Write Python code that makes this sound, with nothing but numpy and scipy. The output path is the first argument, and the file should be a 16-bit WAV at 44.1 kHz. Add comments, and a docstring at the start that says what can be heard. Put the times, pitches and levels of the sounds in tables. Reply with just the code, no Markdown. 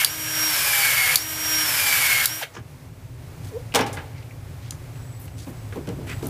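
"""A cordless pipe expander runs close by in a low crawl space, over the rumble of the house.
Three times its cam snaps back and rings the steel jaws; between snaps the motor whines free, then
slows and grinds as the cam spreads the jaws. At 2.4 s it brakes with a short groan. Near 3.5 s comes
a low squeak, then the tool is set down with a clatter. To the end, hands and sleeves knock and rub
on pipes, and a faint whistle comes and goes."""
import sys
import numpy as np
from scipy import signal
from scipy.fft import rfft, irfft, next_fast_len
from scipy.io import wavfile
from scipy.ndimage import uniform_filter1d

SR = 44100
rng = np.random.default_rng(int(sys.argv[2]) if len(sys.argv) > 2 else 0)


def wrap_up_sound(samples):
    """Save the sound to the file named by the first command line argument, as 16-bit audio."""
    columns = np.atleast_2d(samples).T
    # keep every value between -1 and 1, then stretch to whole-number steps
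    tamed = np.clip(columns, -1, 1)
    steps = np.round(tamed * 32767).astype(np.int16)
    wavfile.write(sys.argv[1], SR, steps)


N = 277389
TIME = np.arange(N) / SR


def undb(db):
    return 10 ** (np.asarray(db) / 20)


def unit(x):
    return x / np.sqrt(np.mean(x ** 2))


def curves(table):
    """Columns of a table joined by straight lines in time."""
    times, *columns = np.transpose(table)
    return [np.interp(TIME, times, column) for column in columns]


def band(x, hz, width_hz):
    """Two-pole resonance, gain 1 at the centre."""
    return signal.lfilter(*signal.iirpeak(min(hz, .45 * SR), hz / width_hz, fs=SR), x)


def steep_band(x, hz, width_hz):
    """The same resonance twice, for steeper skirts."""
    return band(band(x, hz, width_hz), hz, width_hz)


def ring(x, modes):
    """Decaying modes (pitch [Hz], gain [dB], t60 [s]) driven by x."""
    out = 0
    for k, (hz, db, t60) in enumerate(modes):
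        pole = np.exp(2j * np.pi * hz / SR - np.log(1000) / (t60 * SR))
        out = out + (-1) ** k * undb(db) * signal.lfilter([1], [1, -pole], x).imag
    return out


def coloured(points):
    """Noise shaped by an EQ curve (frequency [Hz], level [dB]), rms 1."""
    hz, db = np.transpose(points)
    size = next_fast_len(N)
    bins_hz = np.arange(size // 2 + 1) * SR / size
    gain = undb(np.interp(np.log(bins_hz + 1), np.log(hz), db, left=-90, right=-90))
    return unit(irfft(rfft(rng.standard_normal(size)) * gain, size)[:N])


def walk(rate):
    """Smooth random modulation, `rate` new values a second, rms 1."""
    step = int(SR / rate)
    points = rng.standard_normal(N // step + 2)
    return unit(uniform_filter1d(np.interp(np.arange(N) / step, np.arange(len(points)), points), step))


def burst(t60, rise_s):
    """A noise burst with a quick attack and an exponential decay."""
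    t = np.arange(int(SR * .4)) / SR
    decay = np.exp(-np.log(1000) * t / max(t60, .004))
    return rng.standard_normal(len(t)) * (1 - np.exp(-t / rise_s)) * decay


def add(out, start_s, x):
    i = int(start_s * SR)
    out[i:i + len(x)] += x[:N - i]


FREE_HZ, LADEN_HZ = 313, 255  # nominal shaft speeds
TRIGGER_OFF_S, BRAKE_S, BRAKE_HZ_PER_S, BRAKE_DB_PER_S = 2.414, .022, 6500, 1000
SPREAD_S, CREST_S, CREST_HZ = .65, .05, 8  # bite to full load; the cam rolling over its top
SPIN_UP_S, OVERSHOOT_HZ, SETTLE_S = .024, 9, .12  # the motor recovering after a snap
# The jaws start to spread the pipe: (time [s])
BITE_TIMES = [-0.62, 0.48, 1.628]
# Level of the tool as heard, ducking after each snap, then swelling back:
# (time after the snap [s], level [dB])
DUCK_AND_SWELL = [(0, -31), (.03, -29), (.12, -31), (.25, -27), (.375, -22.5), (.5, -21), (.8, -22),
                  (1.05, -24.5), (1.11, -24)]


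def cam():
    """The cam's load sets shaft speed, grind and gear tone; the level heard dips after each snap."""
    snap_times = np.array([-1.06] + [s for s, _ in CAM_SNAPS] + [np.inf])  # we open mid-turn
    turn = np.searchsorted(snap_times, TIME) - 1
    since_snap = TIME - snap_times[turn]
    since_bite = TIME - np.append(BITE_TIMES, np.inf)[turn]
    since_off = np.maximum(TIME - TRIGGER_OFF_S, 0)
    crest = np.clip(1 - (snap_times[turn + 1] - TIME) / CREST_S, 0, 1)
    strain = 1 - (1 - np.clip(since_bite / SPREAD_S, 0, 1)) ** 2
    sag_hz = (FREE_HZ - LADEN_HZ) * (strain + np.exp(-since_snap / SPIN_UP_S))
    overshoot_hz = OVERSHOOT_HZ * np.exp(-since_snap / SETTLE_S)
    hz = FREE_HZ - 2 - sag_hz + CREST_HZ * crest + overshoot_hz - BRAKE_HZ_PER_S * since_off
    level_db = np.interp(since_snap, *np.transpose(DUCK_AND_SWELL))
    level_db -= BRAKE_DB_PER_S * np.maximum(since_off - BRAKE_S, 0)
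    grind_db = -9 + 8.5 * strain ** 1.86 - 1.5 * np.exp(-since_snap / .023)
    grind_db += 11 * np.minimum(since_off / BRAKE_S, 1)  # the grind flares under braking
    mesh_db = -38 + 41 * strain ** .43 - 18 * crest
    return np.maximum(uniform_filter1d(hz, size=400), 150), level_db, grind_db, mesh_db


# Shaft harmonics, running free and under load: (multiple of shaft speed, level [dB])
FREE_HARMONICS = [(1, -15), (2, -21), (3, -14), (4, -16), (5, -8), (6, -15), (7, -12), (8, -15), (9, -14),
                  (10, -13), (11, -16), (12, -16), (13, -19), (14, -22), (15, -20), (16, -21), (17, -19),
                  (18, 0), (19, -22), (20, -28), (21, -19), (22, -21), (23, -15), (24, -15), (25, -20),
                  (26, -13), (27, -16), (28, -15), (29, -21), (30, -22), (31, -21), (32, -21), (33, -16),
                  (34, -19), (35, -21), (36, -11), (37, -14), (38, -8), (39, -12), (40, -16), (41, -19),
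                  (42, -23), (43, -20), (44, -17), (45, -16), (46, -20), (47, -19), (48, -21)]
STRAINED_HARMONICS = [(1, -38), (2, -30), (3, -25), (17, -20), (18, -24), (27, -22), (36, -23), (38, -20),
                      (39, -20), (42, -25), (45, -21), (46, -23), (48, -26)]
EASE_S, EASE_DB_PER_S = 2.36, 150  # the finger eases off and the whine fades


def whine(shaft_phase, load):
    """Fluttering shaft harmonics: load damps the rotor's free play and leaves a few strained ones."""
    def stack(harmonics, flutter):
        return np.sqrt(2) * sum(
            undb(db) * flutter[int(k) % 6] * np.sin(k * shaft_phase + rng.uniform(0, 2 * np.pi))
            for k, db in harmonics)

    free_flutter, laden_flutter = ([undb(db * walk(24.89)) for _ in range(6)] for db in (1.5, 5.0))
    softened = [(k, db - 4 * (1 < k < 18)) for k, db in FREE_HARMONICS]  # thins the whine
    free = undb(-3.5 - 26 * load ** .79) * stack(softened, free_flutter)
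    strained = np.sqrt(load) * stack(STRAINED_HARMONICS, laden_flutter)
    return (free + strained) * undb(-EASE_DB_PER_S * np.maximum(TIME - EASE_S, 0))


MESH_ORDER, THROB_ORDER = 8.52, .6  # tooth meetings and throbs per shaft turn


def gear_mesh(shaft_phase):
    """The gear tone throbs under the planet carrier's uneven load and smears as teeth meet unevenly."""
    throb = 1 + .55 * np.sin(THROB_ORDER * shaft_phase + 1.5 * walk(40))
    phase = MESH_ORDER * shaft_phase
    return throb * ((1 + .3 * walk(150)) * np.sin(phase) + .4 * walk(220) * np.cos(phase))


# EQ of the brush and fan noise: (frequency [Hz], relative level [dB])
WHIRR_EQ = [(88, -43), (150, -6), (217, -86), (314, -28), (388, -20), (607, -14.5), (1060, -9.5),
            (1600, -12), (5030, -9.5), (5440, -7), (6230, -11), (11600, -10), (15500, -12)]


def whirr(load):
    """Brushes and fan: rough noise, duller and softer when the motor runs free."""
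    noise = coloured(WHIRR_EQ) * undb(walk(150))
    treble_cut = 1 - undb(-2 * (1 - load) ** 2)
    return undb(-6 + 4 * load ** .5) * (noise - treble_cut * band(noise, 10500, 9000))


# Midrange housing and treble casing resonances: (centre [Hz], width [Hz], gain [dB])
HOUSING_BANDS = [(850, 210, -15), (1295, 165, -7.5), (1646, 215, -1.5), (2261, 254, -1), (3140, 550, -7)]
CASING_BANDS = [(4600, 500, -8), (7500, 600, -5), (9200, 450, -2), (11600, 700, 2), (13500, 1500, -5)]


def tooth_clatter():
    """Clattering teeth ring the shell; returns the housing's grind and the casing's zing."""
    teeth = rng.standard_normal(N) * undb(1.5 * walk(140))
    return [unit(sum((-1) ** k * undb(db) * band(teeth, hz, width)
                     for k, (hz, width, db) in enumerate(shell)))
            for shell in (HOUSING_BANDS, CASING_BANDS)]


def motor():
    """The motor and gear mix, its tone following the cam's load until the brake stops it."""
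    hz, level_db, grind_db, mesh_db = cam()
    load = np.clip((FREE_HZ - hz) / (FREE_HZ - LADEN_HZ), 0, 1) * (TIME < TRIGGER_OFF_S)
    jitter = (.0006 + .003 * load) * walk(60)
    shaft_phase = 2 * np.pi * np.cumsum(hz * (1 + jitter)) / SR
    mix = whine(shaft_phase, load)
    mix += band(undb(mesh_db) * gear_mesh(shaft_phase), 2330, 700)  # coloured by the housing
    mix += whirr(load)
    grind, zing = tooth_clatter()
    mix += undb(grind_db) * grind + .65 * load ** .5 * zing
    slack = np.ones(N)  # the gears go slack and duck the mix as the cam drops off its lobe
    for snap_s, _ in CAM_SNAPS:
        slack[(TIME > snap_s - .0055) & (TIME < snap_s)] = .35
    return undb(level_db) * uniform_filter1d(slack, size=60) * mix + brake_groan(shaft_phase)


# Room tone faders: (time [s], rumble level [dB], air level [dB])
HOUSE_LEVELS = [(0, -44.5, -46), (2.3, -42, -45.5), (2.45, -50, -48.5), (2.6, -40, -52), (3.0, -36, -51.5),
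                (3.7, -37, -48), (4.8, -36.5, -49.5), (5.5, -36.5, -49), (6.29, -32, -44.5)]
# EQ of the rumble and of the air: (frequency [Hz], relative level [dB])
RUMBLE_EQ = [(21, -58), (35, -13), (59, -10), (88, -2), (113, 2.5), (157, -6), (179, -16), (217, -26),
             (238, -21.5), (258, -12), (313, -22), (400, -21), (520, -60), (880, -120)]
AIR_EQ = [(120, -46), (200, -15), (258, -25), (479, -13), (783, -16.5), (1260, -21), (1740, -23),
          (2210, -22.5), (3070, -28), (15500, -34)]


def house():
    """The bed: throbbing rumble through the joists and a soft hiss of air."""
    rumble_db, air_db = curves(HOUSE_LEVELS)
    rumble = undb(rumble_db + .98 * walk(8.3)) * coloured(RUMBLE_EQ)
    return rumble + undb(air_db + walk(13)) * coloured(AIR_EQ)


# The cam falls back: (time [s], near-peak level [dB])
CAM_SNAPS = [(.0462, -1), (1.1568, -1), (2.2568, -4)]
# Modes of the steel jaws: (pitch [Hz], gain [dB], t60 [s])
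JAW_MODES = [(2380, -32, 0.0027), (3060, -25, 0.0036), (4780, 7.5, 0.0034), (5470, 6.5, 0.0008),
             (8050, -41, 0.0047), (9200, -3, 0.0029), (11500, -3, 0.0028), (12430, -6, 0.011),
             (14700, -7.5, 0.017)]


def snaps():
    """The cam hits its stop: a broad crack and a few ms of ring in the jaws."""
    out = np.zeros(N)
    for start_s, db in CAM_SNAPS:
        rattle = burst(.016, .0003)
        hit = unit(ring(rattle, JAW_MODES)) + unit(band(rattle, 8000, 9000))
        near_peak = np.sort(np.abs(hit))[-6]
        add(out, start_s, undb(db) * hit / near_peak)
    return out


def brake_groan(shaft_phase, length_s=.045):
    """The brake sings on the shaft's third harmonic, diving as the motor stops."""
    progress = np.clip((TIME - TRIGGER_OFF_S) / length_s, 0, 1)
    envelope = 2 * progress ** .3 * (1 - progress) ** 2
    return undb(-28) * envelope * np.sin(3 * shaft_phase)


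# Hits of tool, hands and pipes: (time [s], body peak [dB], thud over body [dB],
# crack over body [dB], rattle t60 [s], body centre [Hz])
KNOCK_HITS = [(2.426, -27.5, -35, -20, 0.09, 2320), (2.564, -29, -2, -21, 0.11, 1170),
              (3.74, -15, -7, -4, 0.092, 775), (3.747, -12.5, -15, 4.5, 0.29, 540),
              (3.755, -11.5, -22, 3.5, 0.32, 875), (3.789, -15.5, -2, -6, 0.22, 920),
              (3.808, -17.5, -8, -3, 0.17, 789), (3.863, -27, -26, -1, 0.76, 754),
              (3.883, -27.5, -23, -25, 0.91, 540), (3.97, -22, -15, -24, 0.14, 1480),
              (5.467, -37.5, 9, -18, 0.2, 770), (5.723, -34, 2.5, -16, 0.11, 1360),
              (5.757, -38, 15, -2, 0.11, 540), (5.872, -29, 6.5, -4, 0.22, 503),
              (5.889, -29.5, 2, -2, 0.075, 501), (5.979, -44.5, 17, -18, 0.66, 697),
              (6.225, -33.5, 13, -1, 0.2, 692), (6.258, -42.5, 16, 9, 0.11, 522)]
# Modes of the struck body: (pitch [Hz], gain [dB], t60 [s])
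BODY_MODES = [(448, 6, 0.038), (558, 1.5, 0.032), (797, 1, 0.067), (882, 0.5, 0.028), (1232, 6.5, 0.023),
              (1375, 1.5, 0.012), (1736, 5, 0.029), (1970, -6.5, 0.025), (2640, 5, 0.0077),
              (2760, 5.5, 0.0098)]


def knocks():
    """Each knock is a short rattle in three layers: low thud, ringing body and bright crack."""
    out = np.zeros(N)
    for start_s, db, thud_db, crack_db, t60, hz in KNOCK_HITS:
        rattle = burst(t60, .00081)
        thud = band(band(burst(1.54 * t60, .0034), 270, 240), 233, 266)
        body = unit(ring(rattle, BODY_MODES)) + 1.82 * unit(band(rattle, 2400, 1640))
        body = band(body, hz, .47 * hz)
        crack = band(burst(.17 * t60, .0005), 3200, 4700)
        layers = ((0, body), (thud_db, thud), (crack_db, crack))
        add(out, start_s, undb(db) * sum(undb(trim_db) * x / np.abs(x).max() for trim_db, x in layers))
    return out


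# Rubs and scrapes: (time [s], length [s], centre [Hz], nominal width [Hz], level [dB])
RUB_STROKES = [(2.53, 0.064, 5950, 1500, -51), (2.532, 0.046, 1160, 1870, -47),
               (3.416, 0.093, 4970, 8000, -50.5), (4.132, 0.088, 2190, 596, -53),
               (4.149, 0.065, 4800, 1500, -58), (4.219, 0.027, 2730, 1500, -55),
               (5.194, 0.08, 11900, 6060, -50), (5.361, 0.1, 4800, 6100, -47.5),
               (4.607, 0.1, 2500, 3070, -52.5), (5.446, 0.078, 11000, 8100, -54),
               (5.698, 0.1, 9000, 8000, -57.5), (6.06, 0.097, 1800, 1230, -38.5),
               (6.091, 0.032, 2300, 510, -38.5), (6.117, 0.033, 1520, 300, -47),
               (6.055, 0.091, 7900, 8800, -50), (6.211, 0.12, 8800, 9000, -48)]


def rubs():
    """Hands and sleeves slide on pipes: grainy friction in a band, swelling and fading."""
    out = np.zeros(N)
    for start_s, length_s, hz, width_hz, db in RUB_STROKES:
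        size = int(length_s * SR)
        grains = rng.standard_normal(9000) * undb(3.0 * np.repeat(rng.standard_normal(60), 150))
        friction = unit(steep_band(grains, hz, 1.5 * width_hz))[:size]
        add(out, start_s, undb(db) * friction * signal.windows.tukey(size, .5))
    return out


# Path of the squeak: (time [s], pitch [Hz], level [dB])
SQUEAK_GLIDE = [(3.515, 559, -46), (3.535, 419, -40), (3.555, 437, -31.5), (3.574, 500, -26),
                (3.59, 555, -54)]


def squeak():
    """One short low squeak that dips in pitch, then glides up."""
    hz, db = curves([(3.5, 850, -88.5)] + SQUEAK_GLIDE + [(3.6, 555, -69)])
    phase = 2 * np.pi * np.cumsum(hz) / SR
    return np.sqrt(2) * undb(db) * (np.sin(phase) + .06 * np.sin(2 * phase))


# Small hard contacts: (time [s], peak level [dB], centre [Hz], nominal width [Hz], t60 [s])
TICK_HITS = [(3.721, -31.5, 2600, 1200, 0.047), (3.81, -28, 5500, 600, 0.098),
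             (3.929, -27, 7640, 9400, 0.14), (4.093, -55, 3850, 1000, .015),
             (4.3085, -36.5, 2160, 500, .05), (4.7076, -17.5, 6300, 6800, 0.013),
             (4.721, -35.5, 1290, 1510, 0.044), (4.955, -41, 2210, 2500, 0.044),
             (5.278, -38, 2500, 3000, .03), (5.725, -38, 1500, 1490, 0.015),
             (5.198, -38, 13100, 5100, 0.053), (6.096, -30.5, 7850, 8000, 0.038),
             (6.269, -17.5, 11200, 7900, 0.01)]


def ticks():
    """Each contact is a sharp-edged noise burst in one band."""
    out = np.zeros(N)
    for start_s, db, hz, width_hz, t60 in TICK_HITS:
        tick = steep_band(burst(t60, .000053), hz, .84 * width_hz)
        add(out, start_s, undb(db) * tick / np.abs(tick).max())
    return out


# Whistle fader: (time [s], level [dB])
WHISTLE_LEVELS = [(4.93, -80), (4.96, -51.5), (5.04, -60), (5.1, -59), (5.2, -66), (6.05, -71), (6.1, -48),
                  (6.2, -59), (6.29, -68)]


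def whistle():
    """A faint, high whistle of narrow noise, wavering in level."""
    db, = curves(WHISTLE_LEVELS)
    tone = unit(steep_band(rng.standard_normal(N), hz=7900, width_hz=200))
    return undb(db + 2.5 * walk(25)) * tone


def scene():
    """Close sounds with a short dense tail from joists and insulation, over the house bed."""
    near = motor() + snaps() + knocks() + ticks() + rubs() + squeak() + whistle()
    tail = burst(t60=.15, rise_s=.0069)
    wet = signal.fftconvolve(near, tail / np.sqrt(np.sum(tail ** 2)))[:N]
    return np.tile(near + undb(-10) * wet + house(), (2, 1))


def record(dry, top_hz=15350):
    """One microphone on both channels; the loudest peaks clip and the top is cut."""
    return signal.sosfilt(signal.ellip(10, .2, 60, top_hz, fs=SR, output="sos"), np.clip(dry, -1, 1))


dry = scene()
out = record(dry)
wrap_up_sound(out)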